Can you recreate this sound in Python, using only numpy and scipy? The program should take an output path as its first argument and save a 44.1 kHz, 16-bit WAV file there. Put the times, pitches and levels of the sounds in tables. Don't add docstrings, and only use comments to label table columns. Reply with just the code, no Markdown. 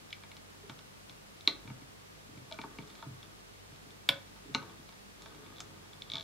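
import sys
import numpy as np
from scipy import signal
from scipy.fft import rfft, irfft
from scipy.io import wavfile
from scipy.ndimage import uniform_filter1d

SR = 44100
rng = np.random.default_rng(int(sys.argv[2]) if len(sys.argv) > 2 else 0)


def gain_from_decibels(decibels):
    exponent = np.asarray(decibels, float) / 20
    return 10 ** exponent


def store_wav(level_fs):
    pcm = np.round(np.clip(np.atleast_2d(level_fs), -1, 1) * 32767)
    wavfile.write(sys.argv[1], SR, pcm.T.astype(np.int16))


N = 274743
T = np.arange(N) / SR
SIDES = np.array([[1], [-1]])


def level(x, rms_db):
    return x * gain_from_decibels(rms_db) / np.sqrt(np.mean(x ** 2))


def add(track, start_s, sound):
    i = int(start_s * SR)
    track[i:i + len(sound)] += sound[:N - i]


def decay(t, t60_s):
    return np.exp(-np.log(1000) * t / t60_s)


def shaped(points, size=N):
    top_hz = 15780
    hz, db = np.transpose(points)
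    f = np.maximum(np.arange(size // 2 + 1) * SR / size, 1)
    gain = gain_from_decibels(np.interp(np.log(f), np.log(hz), db)) * (f < top_hz)
    return irfft(rfft(rng.standard_normal(size)) * gain, size)


def walk(rate_hz):
    k = int(SR / rate_hz)
    return uniform_filter1d(np.repeat(rng.standard_normal(N // k + 1), k), k)[:N]


def ring(hz, t60_s, db, rise_s, size=int(0.12 * SR)):
    t = T[:size]
    lag_s = 0.0021 * np.minimum(1000 / hz, 1.1)[:, None] ** 2
    swell = (1 - np.exp(-t / (rise_s + lag_s))) ** 2
    phase = 2 * np.pi * (hz[:, None] * t + rng.random((len(hz), 1)))
    swing = (gain_from_decibels(db) / t60_s)[:, None]
    modes = swing * swell * decay(t, t60_s[:, None]) * np.sin(phase)
    return modes.sum(axis=0) / np.sqrt(np.sum(modes.max(axis=1) ** 2))


def blow(hz, t60_s, db, rise_s, crack_db=0):
    crack_fade_db, crack_t60_s = -4.5, 0.014
    rattle_db, rattle_t60_s = -16.5, 0.074
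    modes = 1.027 * ring(hz, t60_s, db, rise_s)
    t = T[:len(modes)]
    even_db = uniform_filter1d(db, size=3)
    low_end, high_end = (hz[0] / 2, db[0] - 5.5), (hz[-1] * 0.95, db[-1] - 9)
    crack = level(shaped([low_end] + list(zip(hz, even_db)) + [high_end], size=len(t)), crack_db)
    swell = (1 - np.exp(-t / (rise_s + 0.00043))) ** 2
    fade = gain_from_decibels(crack_fade_db - 60 * t / crack_t60_s) + gain_from_decibels(rattle_db - 60 * t / rattle_t60_s)
    return modes + crack * swell * fade


# pitch_hz, level_db [rms]
HUM_PARTIALS = [(48.4, -68), (96.9, -65.5), (150.7, -70), (199.2, -71), (231.5, -80), (398.4, -80)]


def hum():
    mono = np.zeros(N)
    for pitch_hz, level_db in HUM_PARTIALS:
        wavering_db = level_db + 2.5 + 2.5 * walk(7.2)
        wavering_hz = pitch_hz * (1 + 0.01824 * walk(7.2))
        mono += gain_from_decibels(wavering_db) * np.sin(2 * np.pi * np.cumsum(wavering_hz) / SR)
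    return mono * (1 + 0.033 * SIDES)


# freq_hz, density_db [per Hz]
HISS_MID_SPECTRUM = [(15, -38), (25, -21), (53, -4), (199, -3.5), (342, -7.5), (413, -5.5), (670, -8.5),
                     (977, -10.5), (1250, -11), (1680, -12), (3970, -14), (12000, -23.5), (15700, -29.5)]
# freq_hz, density_db [per Hz]
HISS_SIDE_SPECTRUM = [(15, -34), (25, -21), (91, -3.5), (210, -2.5), (370, -3.5), (670, -5.5), (831, -7),
                      (1390, -8.5), (5790, -16.5), (12000, -25.5), (15700, -31.5)]


def hiss():
    mid = level(shaped(HISS_MID_SPECTRUM), -59)
    side = level(shaped(HISS_SIDE_SPECTRUM), -55.5)
    return mid + SIDES * side


# centre_hz, t60_s, level_db
ROOM_BANDS = [(341, 0.33, -18.5), (1030, 0.27, -14), (3650, 0.24, -18.5), (9000, 0.16, -10.5)]


def room(x):
    gap_s, shared = 0.0046, 0.73
    t, tail = T[:SR // 3], 0
    for hz, t60_s, db in ROOM_BANDS:
        points = [(hz / 4, -30), (hz / 1.82, 0), (hz * 1.67, 0), (hz * 4, -30)]
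        both, left, right = (level(shaped(points, size=len(t)), db) for _ in range(3))
        band = shared * both + np.sqrt(1 - shared ** 2) * np.array([left, right])
        tail = tail + band * decay(t, t60_s) / np.sqrt(t60_s * SR / 14)
    onset = np.clip(t / gap_s, 0, 1) ** 2
    return signal.fftconvolve(x[None], tail * onset, axes=1)[:, :N]


# time_s, pressure_db
RUB_PRESSURE = [(0.0, -2), (0.74, -3.5), (1.39, -4), (1.56, 2), (1.81, -3), (2.0, -4.5), (2.25, -2),
                (2.81, 3.5), (2.96, -0.5), (3.27, 0), (3.52, -6.5), (4.45, -0.5), (4.62, 5.5), (4.96, -6),
                (5.18, -0.5), (5.42, 4), (5.8, 0.5), (6.1, 0.5)]
# centre_s, length_s, extra_db
HOOK_DRAGS = [
    (2.657, .08, -1),
    (2.946, 0.13, 10.5),
    (3.03, 0.055, 13),
    (4.647, 0.078, 1.5),
    (5.25, 0.13, 10),
    (6.156, 0.16, 20.5),
]
PRESSURE_SLOPES = (2.03, 1.52, 1.96)
DRAG_PER_BODY = (.05, 0.45, 1.2)


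def rubbing():
    grains_per_s, grain_scatter_db = 900, 1.6
    tilt_db_per_octave = 3.5
    body_db = (-70.5, -75.5, -87.5)
    pressure_db = np.interp(T, *np.transpose(RUB_PRESSURE))
    drag_db = sum(db * np.exp(-((T - s) / length_s * 2) ** 4) for s, length_s, db in HOOK_DRAGS)
    out = np.zeros(N)
    bodies = TABLE_MODES, [m[:3] for m in BASE_MODES[2:]], [m[:3] for m in PEGS_MODES[1:]]
    for body, slope, db, share in zip(bodies, PRESSURE_SLOPES, body_db, DRAG_PER_BODY):
        hz, t60_s, mode_db = np.transpose(body)
        hits = rng.random(N) < grains_per_s / SR
        grains = hits * rng.standard_normal(N) * gain_from_decibels(grain_scatter_db * rng.exponential(size=N))
        damped = ring(hz, 0.33 * t60_s, mode_db + tilt_db_per_octave * np.log2(hz), 0.00005)
        sound = signal.fftconvolve(grains, damped)[:N]
        out += sound * gain_from_decibels(db + slope * pressure_db + share * drag_db) / np.median(np.abs(sound))
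    return out


# pitch_hz, t60_s, level_db
TABLE_MODES = [(127, 0.27, -3.5), (151.8, 0.3, -4.5), (195.5, 0.15, -4.5), (226, 0.21, -15),
               (283, 0.055, -1), (400, 0.06, -7.5)]
# start_s, peak_db, tilt_db [per octave, higher is brighter]
TABLE_THUDS = [(0.695, -41.5, -8.5), (1.097, -49.5, -7), (1.477, -36.5, 6), (1.652, -44.5, -9),
               (1.676, -39, -10.5), (1.703, -39.5, -12), (1.818, -44.5, -7), (2.289, -47, -5),
               (2.33, -49, -3), (2.41, -50, -9), (3.72, -49.5, -7), (3.861, -48, -3), (2.37, -44.5, -7),
               (2.588, -39.5, -2), (2.643, -40.5, 8), (2.785, -36, -1), (3.064, -36.5, -10.5),
               (3.108, -41.5, -35), (4.096, -40, -6), (4.456, -45.5, 2), (4.495, -41, -2),
               (4.549, -31.5, 1.5), (4.602, -58, 11), (4.792, -49, -4), (6.138, -41, -2)]


def thuds():
    hz, t60_s, mode_db = np.transpose(TABLE_MODES)
    out = np.zeros(N)
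    for start_s, peak_db, tilt_db in TABLE_THUDS:
        colour_db = mode_db + tilt_db * np.log2(hz / 200) + 0.73 * rng.standard_normal(len(hz))
        add(out, start_s, gain_from_decibels(peak_db - 2.5) * ring(hz, t60_s, colour_db, 0.0001, size=SR // 3))
    return out


# start_s, pitch_hz, peak_db, t60_s
BAND_TWANGS = [
    (.635, 400, -50.5, 0.22),
    (2.514, 631, -40.5, 0.19),
    (4.105, 555, -56, 0.2),
    (6.135, 644, -47, 0.15),
]


def twangs():
    out, t = np.zeros(N), T[:SR // 3]
    for start_s, pitch_hz, peak_db, t60_s in BAND_TWANGS:
        envelope = (1 - np.exp(-t / 0.0016)) * decay(t, t60_s)
        gain = gain_from_decibels(peak_db + 3.6 * walk(46)[:len(t)])
        add(out, start_s, gain * envelope * np.sin(2 * np.pi * pitch_hz * t))
    return out


# pitch_hz, t60_s, height_db
SLIP_PEG_MODES = [(2250, 0.026, -9), (3500, 0.011, -6), (3553, 0.0084, -2), (3880, 0.0054, 2),
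                  (4070, 0.0093, -9), (4450, .008, -17), (5200, .004, -11.5), (5560, 0.0085, -13.5),
                  (6450, 0.004, -23), (7640, .004, -28)]
# start_s, peak_db
SLIP_NOTCHES = [(5.561, -48), (5.568, -46), (5.583, -40), (5.594, -44), (5.9332, -39), (6.0205, -29.5),
                (6.1001, -30), (6.1182, -25.5), (6.1358, -25), (6.155, -23.5), (6.169, -27.5),
                (6.182, -29.5), (6.197, -32.5), (6.209, -30), (6.226, -41.5)]


def slipping():
    hz, t60_s, height_db = np.transpose(SLIP_PEG_MODES)
    click, out = ring(hz, t60_s, height_db, 0.00032), np.zeros(N)
    for start_s, peak_db in SLIP_NOTCHES:
        fresh = 0.16 * blow(hz, t60_s, height_db, 0.00051)
        add(out, start_s, gain_from_decibels(peak_db - 1.5) * (click + fresh))
    return out


# pitch_hz, t60_s, tap_db, snap1_db, snap2_db, snap3_db
BASE_MODES = [(287, 0.045, -8, -13.5, -7, 4.5), (388, 0.061, 25, -11, -30, -16),
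              (555, 0.073, 7, -18, -2, -6), (653, 0.05, 4, -20, -11.5, -31),
              (905, 0.022, 15.5, -11.5, -14, 7.5), (1020, 0.02, -16, -32, 1, -14),
              (1152, 0.038, 8, -8, -12.5, 0), (1264, 0.065, 4.5, -16, -18, 6), (1496, 0.042, 2, -19, -4, 1),
              (1704, 0.021, -1, -22, -6, -25)]
RAILS_MODES = [(1996, 0.012, -12, -5, -43, -14), (2283, 0.025, 18.5, -5, 4, 1.5),
               (2380, 0.0066, -11, -7, -3, -5), (2760, 0.028, 9.5, -11, -6, -3),
               (2870, 0.063, -13, -33, -8, -6)]
PEGS_MODES = [(3260, 0.011, 6, -4.5, 8, -6), (3425, 0.017, 11, -11, 7.5, -22),
              (3650, 0.01, 5.5, -3, -4, -22), (3770, 0.012, 8.5, -1, 1, -18),
              (4025, 0.024, -18, 2.5, -3.5, -1), (3960, 0.0043, 10.5, 3, -21, -0.5),
              (4120, 0.0081, -0.5, -2, -9, 1.5), (4540, 0.013, 1, -29, -6, -20)]
HOOK_MODES = [(5380, 0.0053, -21, -21, -12.5, -38), (5420, 0.015, 12, -20, -24, -12),
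              (6260, 0.0045, -11, -21, -23, -9.5), (7400, 0.0061, 2, -29, -16, -31),
              (8900, 0.0017, -18, -36, -26, -31), (12500, 0.004, -26, -34, -23, -43),
              (13800, .008, -25, -41, -18.5, -52)]
LOOM_MODES = BASE_MODES + RAILS_MODES + PEGS_MODES + HOOK_MODES
# start_s, peak_db, rise_s [contact build-up]
HARD_SNAPS = [
    (1.475, -12, 0.00056),
    (4.089, -10.5, 0.00032),
    (4.5478, -19, 0.00015),
]


def snaps():
    hz, t60_s, _, *snap_db = np.transpose(LOOM_MODES)
    out = np.zeros(N)
    for (start_s, peak_db, rise_s), colour_db in zip(HARD_SNAPS, snap_db):
        add(out, start_s, gain_from_decibels(peak_db + 1.5) * blow(hz, t60_s, colour_db, rise_s, crack_db=-3))
    return out


# start_s, peak_db, depth_db [base over pegs]
TIP_TAPS = [(0.1047, -37, -19), (0.367, -36, -35), (0.79, -38, 5), (1.095, -34, -2), (1.408, -38, -22),
            (1.451, -42, -22), (2.9, -37.5, -22), (2.952, -40, -10), (3.228, -36, -5), (3.759, -44, -19),
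            (3.905, -42.5, -14), (4.5411, -34, 1), (4.889, -39.5, 0)]
RAIL_CATCHES = [(0.127, -24.5, -13), (0.235, -39, 13.5), (0.315, -37.5, 1), (1.675, -38.5, 13),
                (1.7, -38, 16), (1.818, -46, 3), (2.374, -49, 6), (2.523, -27, -31), (2.587, -28, 15),
                (2.785, -32, 7), (4.454, -52, -13), (5.462, -43.5, -4)]
LOW_KNOCKS = [(0.696, -30.5, 4.8), (2.512, -34, 10), (2.614, -31.5, 1), (2.637, -30.5, 28), (2.823, -44, 1),
              (2.985, -45, 8), (3.025, -34, 19), (3.719, -51, 4), (4.361, -44.5, 18), (4.573, -51, 15),
              (4.626, -37, 19), (4.695, -40.5, 13), (4.924, -42, 4.2), (5.258, -36, 12), (5.346, -43, 6.9),
              (6.143, -31, 4), (6.153, -39, 30), (6.172, -41, 15), (6.19, -43, 20)]
STEEL_CLICKS = [
    (2.542, -39, 8),
    (2.874, -41.5, -12),
    (5.22, -34.5, -11),
    (5.603, -23, -2),
]
RAILS_OVER_PEGS_DB = (-3.5, 4.5, -5, -8.5)
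HOOK_OVER_PEGS_DB = (-6.5, -11, -7, -0.5)
T60_SHARE = (0.99, 1.14, 1.13, 0.52)
PART_BORDERS_HZ = [1900, 3000, 4800]


def taps():
    lag_s = 0.0007
    scatter_db, rails_per_depth = 2, 0.25
    hz, t60_s, tap_db = np.transpose(LOOM_MODES)[:3]
    part, out = np.digitize(hz, PART_BORDERS_HZ), np.zeros(N)
    kinds = TIP_TAPS, RAIL_CATCHES, LOW_KNOCKS, STEEL_CLICKS
    for hits, rails_db, hook_db, share in zip(kinds, RAILS_OVER_PEGS_DB, HOOK_OVER_PEGS_DB, T60_SHARE):
        for start_s, peak_db, depth_db in hits:
            place = rng.standard_normal((2, len(hz)))
            parts_db = np.array([depth_db, rails_db + rails_per_depth * depth_db, 0, hook_db])
            colour_db = tap_db + parts_db[part] + scatter_db * place[0] - 30 * (hz < 600)
            sound = blow(hz * (1 + 0.012 * place[1]), share * t60_s, colour_db, 0.000067)
            add(out, start_s + lag_s, gain_from_decibels(peak_db - 6.5) * sound)
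    return out


def scene():
    near = rubbing() + thuds() + twangs() + slipping() + snaps() + taps()
    return near * gain_from_decibels(0.3 * SIDES) + room(near) + hum() + hiss()


def roll_off(x):
    return signal.sosfilt(signal.butter(12, 16690, fs=SR, output="sos"), x)


def record(dry):
    bass_cut = signal.butter(2, 30.0, "high", fs=SR, output="sos")
    finished = signal.sosfilt(bass_cut, dry)
    return roll_off(finished)


dry = scene()
out = record(dry)
store_wav(out)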